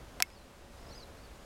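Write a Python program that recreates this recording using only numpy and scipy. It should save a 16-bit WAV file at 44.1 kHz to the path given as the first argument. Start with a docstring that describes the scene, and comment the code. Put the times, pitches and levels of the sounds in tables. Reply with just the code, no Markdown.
"""An open mountain meadow: light wind, a steady hiss and a faint wavering hum go on throughout.
At 0.2 s a camera is handled close by: its plastic body gives a dull knock, then a sharp click
that makes its gain control turn the sound down a little. A faint tick follows.
From just after the click to the end, a small bird sings thin, arching whistles,
often with two voices at once."""
import sys
import numpy as np
from scipy import signal
from scipy.fft import rfft, irfft, next_fast_len
from scipy.io import wavfile
from scipy.ndimage import uniform_filter1d, map_coordinates

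SR = 44100
rng = np.random.default_rng(int(sys.argv[2]) if len(sys.argv) > 2 else 0)


def wav_out(sig):
    """Save sig, one row per channel (or a flat mono array), as 16-bit PCM at SR to the path in sys.argv[1]."""
    wavfile.write(sys.argv[1], SR, np.round(np.clip(np.atleast_2d(sig).T, -1, 1) * 32767).astype(np.int16))


N = 63945  # 1.45 s


def amp(db):
    """Turn decibels into a number to multiply a sound by."""
    return 10 ** (np.asarray(db) / 20)


def unit(x):
    """Scale a sound to an average (rms) size of 1."""
    return x / np.sqrt(np.mean(x ** 2) + 1e-20)


def curves(rows):
    """Join (time, values...) rows with straight lines, giving one curve for each value column."""
    times, *columns = np.transpose(rows)
    return [np.interp(np.arange(N) / SR, times, column) for column in columns]


def wobble(rate):
    """A smooth curve through `rate` random values a second."""
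    return map_coordinates(rng.standard_normal(N // 8), [np.arange(N) * rate / SR], mode="mirror")


def filtered(x, response):
    """Multiply each frequency in a sound by response(hz)."""
    size = next_fast_len(N + SR // 2)
    return irfft(rfft(x, size) * response(np.fft.rfftfreq(size, 1 / SR)), size)[:N]


def noise(spectrum):
    """Noise of average size 1, its tone shaped by (frequency [Hz], level [dB]) rows."""
    points_hz, db = np.transpose(spectrum)
    response = lambda hz: amp(np.interp(np.log(hz + 1), np.log(points_hz), db))
    return unit(filtered(rng.standard_normal(N), response))


def lowpass(x, hz, order):
    """Dull a sound by weakening what lies above hz."""
    return signal.lfilter(*signal.butter(order, min(hz, SR / 2 - 1), fs=SR), x)


def wind():
    """The same gusts rumble at the microphone and rush over the grass."""
    # wind strength (time [s], relative level [dB])
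    gusts = [(0, 2), (.08, 0.5), (.17, 1), (.33, 0), (.45, 0), (.6, 0), (.8, 0.5), (.91, 4.5), (1.0, 0),
             (1.1, 1), (1.22, -0.5), (1.39, 1), (1.45, -1.5)]
    # tone of the rumble and of the rush (frequency [Hz], relative level [dB])
    rumble_spectrum = [(10, -1), (25, 1.5), (58, 6.5), (85, -1.5), (130, -13), (300, -48)]
    rush_spectrum = [(60, -4.5), (130, 0.5), (280, -1), (450, -3), (650, -4), (900, -6), (1400, -11),
                     (2500, -22), (6000, -37)]
    gust_db, = curves(gusts)
    level_db = -55.5 + gust_db
    rumble = amp(level_db) * noise(rumble_spectrum)
    rush = amp(level_db + .4 * wobble(14.7)) * noise(rush_spectrum)
    return rumble + rush


def hiss():
    """A soft, even hiss whose level barely moves."""
    # loudness of the hiss (time [s], level [dB])
    levels = [(0, -61.5), (.17, -60), (.45, -60.5), (.69, -61), (.755, -59), (.82, -59), (.96, -59.5),
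              (1.1, -60.5), (1.24, -60.5), (1.45, -60.5)]
    # tone of the hiss (frequency [Hz], relative level [dB])
    spectrum = [(200, -7), (1500, 1.5), (2500, -.5), (4500, -3), (7000, -6.5), (10000, -10), (13500, -15),
                (15600, -20.5)]
    level_db, = curves(levels)
    return amp(level_db) * noise(spectrum)


def hum():
    """A faint distant tone that wavers in pitch and level."""
    # loudness of the hum (time [s], level [dB])
    levels = [(0, -69.5), (.47, -66), (.55, -62), (.7, -64.5), (.81, -71.5), (.9, -64.5), (1.07, -64),
              (1.25, -69.5), (1.45, -69)]
    level_db, = curves(levels)
    pitch_hz = 561.7 * (1 + .0233 * wobble(70.1))
    phase = 2 * np.pi * np.cumsum(pitch_hz) / SR
    return amp(level_db + 1.7 * wobble(36.7)) * np.sqrt(2) * np.sin(phase)


def whistle(phrase, fade_s=.0054, flutter_share=.004, flutter_db=2.4):
    """One pure, gliding tone that flutters slightly in pitch and level."""
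    hz, db = curves(phrase)
    t = np.arange(N) / SR
    start_s, end_s = phrase[0][0], phrase[-1][0]
    fade = np.clip(np.minimum(t - start_s, end_s - t) / fade_s + 1, 0, 1)
    pitch_hz = hz * (1 + flutter_share * wobble(350))
    phase = 2 * np.pi * np.cumsum(pitch_hz) / SR
    return np.sqrt(2) * fade * amp(db + flutter_db * wobble(130)) * np.sin(phase)


def bird(echo_db=-14, echo_s=.15):
    """A bird whistles with two voices; the slope and the fir trees scatter back a weak echo."""
    # lower and upper voice, one list for each whistle (time [s], pitch [Hz], level [dB])
    low_voice = [
        [(.255, 5170, -65), (.264, 5450, -73), (.28, 5120, -69), (.296, 5550, -74)],
        [(.314, 4850, -69), (.338, 5240, -61), (.356, 4800, -70), (.378, 4350, -62), (.388, 4175, -79),
         (.398, 4090, -67), (.43, 4030, -70)],
        [(.782, 4980, -65), (.793, 4920, -85), (.803, 5350, -67), (.818, 5100, -76), (.834, 5300, -67)],
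        [(.858, 4780, -76.5), (.869, 5000, -62), (.876, 5400, -76), (.888, 5000, -58), (.896, 4800, -67)],
        [(.903, 3890, -65), (.915, 4560, -56), (.923, 4460, -59), (.933, 4000, -63), (.944, 4030, -59.5),
         (.949, 4770, -56.5), (.956, 5100, -56), (.978, 5000, -56.5), (.993, 4719, -60), (1.01, 4457, -54.5),
         (1.022, 4246, -65.5), (1.035, 3990, -52), (1.045, 3900, -72)],
        [(1.175, 3950, -70), (1.2, 4410, -69), (1.22, 4660, -73), (1.245, 4660, -65), (1.262, 4400, -69),
         (1.272, 3950, -73), (1.302, 3560, -74.5)],
    ]
    high_voice = [
        [(.338, 6450, -77), (.36, 5770, -77), (.386, 5100, -77)],
        [(.886, 5300, -67.5), (.893, 5480, -56), (.903, 5150, -75), (.918, 5560, -64), (.944, 5950, -63),
         (.955, 6500, -64), (.974, 6100, -77), (.992, 6540, -72), (1.008, 6200, -71), (1.035, 5300, -67)],
        [(.995, 5100, -71), (1.015, 4950, -64), (1.035, 4520, -72), (1.06, 4220, -70)],
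        [(1.23, 5450, -78), (1.248, 5500, -73), (1.265, 5000, -78)],
        [(1.352, 6900, -78), (1.364, 7080, -68), (1.385, 6600, -85), (1.425, 7000, -76), (1.445, 6660, -74)],
    ]
    song = sum(whistle(phrase) for phrase in low_voice + high_voice)
    t = np.arange(SR // 2) / SR
    tail = rng.standard_normal(len(t)) * amp(-60 * t / echo_s)
    echo = signal.fftconvolve(song, tail / np.linalg.norm(tail))[:N]
    return song + amp(echo_db) * echo


def strike(blows, tones, attack_s, crackle_db, crackle_s, crackle_top_hz, bass_cut_hz):
    """Each blow makes a small body ring and briefly crackle; soft blows sound duller."""
    sound, t = np.zeros(N + SR), np.arange(SR // 8) / SR
    ring = sum(amp(db - 60 * t / ring_s) * np.sin(2 * np.pi * hz * t) * (-1) ** k
               for k, (hz, db, ring_s) in enumerate(tones))
    rise = 1 - np.exp(-t / attack_s)
    for start_s, db, bright_hz in blows:
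        crackle = unit(lowpass(rng.standard_normal(len(t)), crackle_top_hz, order=2))
        crackle *= amp(crackle_db - 60 * t / crackle_s)
        hit = lowpass((ring + crackle) * rise, bright_hz, order=1)
        sound[round(start_s * SR):][:len(t)] += amp(db) * hit
    # a small body gives off little bass
    return signal.lfilter(*signal.butter(2, bass_cut_hz, "highpass", fs=SR), sound[:N])


def camera_handling():
    """A dull knock on the plastic body, then a hard click and a faint tick."""
    # blows on the body (time [s], level [dB], dulled above [Hz])
    knocks = [(.2012, -51, 3000), (.2022, -24, 16000), (.2055, -53, 3000)]
    clicks = [(.2238, -10, 20200), (.3025, -36.5, 1500)]
    # tones the body rings with (pitch [Hz], relative level [dB], time to fade by 60 dB [s])
    knock_tones = [(330, -10.5, 0.022), (722, -7.5, 0.054), (1010, -12, 0.039), (1290, -8, 0.028),
                   (1590, -5.5, 0.024), (2000, -7, .013), (2530, -8.5, 0.015), (3310, -4, 0.0077),
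                   (4520, -4, 0.01), (4650, -16, .009), (7840, -13, .01), (9390, -18, 0.0067),
                   (11900, -10, 0.0061)]
    click_tones = [(1836, -3.5, 0.0055), (2165, -15, 0.051), (2356, -0.5, 0.007), (2635, -29, 0.062),
                   (3070, -28, 0.0043), (4030, -23, .006), (4210, -21, 0.013), (5410, 3, 0.0044),
                   (6510, -15, .014), (7730, -2.5, 0.0048), (8780, -19.5, 0.015), (10780, 0, 0.0029),
                   (12920, -10, 0.0077), (13500, -29, .035), (14900, -4.5, 0.0038)]
    knock = strike(knocks, knock_tones, attack_s=.0001, bass_cut_hz=205,
                   crackle_db=-5.5, crackle_s=.017, crackle_top_hz=6900)
    click = strike(clicks, click_tones, attack_s=.00008, bass_cut_hz=1670,
                   crackle_db=-13.5, crackle_s=.016, crackle_top_hz=13200)
    return knock + click


def scene():
    """All the sounds added together at one microphone."""
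    return (wind() + hiss() + hum() + bird() + camera_handling())[None]


def record(dry):
    """The gain control dips after a loud peak and creeps back; the highest treble is cut off."""
    threshold_db, cut_per_db, attack_s, recover_db_per_s = -29, .2, .019, 3
    top_hz = 16100
    sound = dry[0]
    power = np.abs(uniform_filter1d(sound ** 2, size=88))  # averaged over 2 ms
    level_db = 10 * np.log10(power + 1e-12)
    wanted_cut_db = cut_per_db * np.maximum(level_db - threshold_db, 0)
    # hold on to the deepest cut and let it go slowly
    recovery_db = recover_db_per_s * np.arange(N) / SR
    held_cut_db = np.maximum.accumulate(wanted_cut_db + recovery_db) - recovery_db
    smoothing = np.exp(-1 / (attack_s * SR))
    cut_db = signal.lfilter([1 - smoothing], [1, -smoothing], held_cut_db)
    return filtered(sound * amp(-cut_db), lambda hz: hz < top_hz)[None]


dry = scene()
out = record(dry)
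wav_out(out)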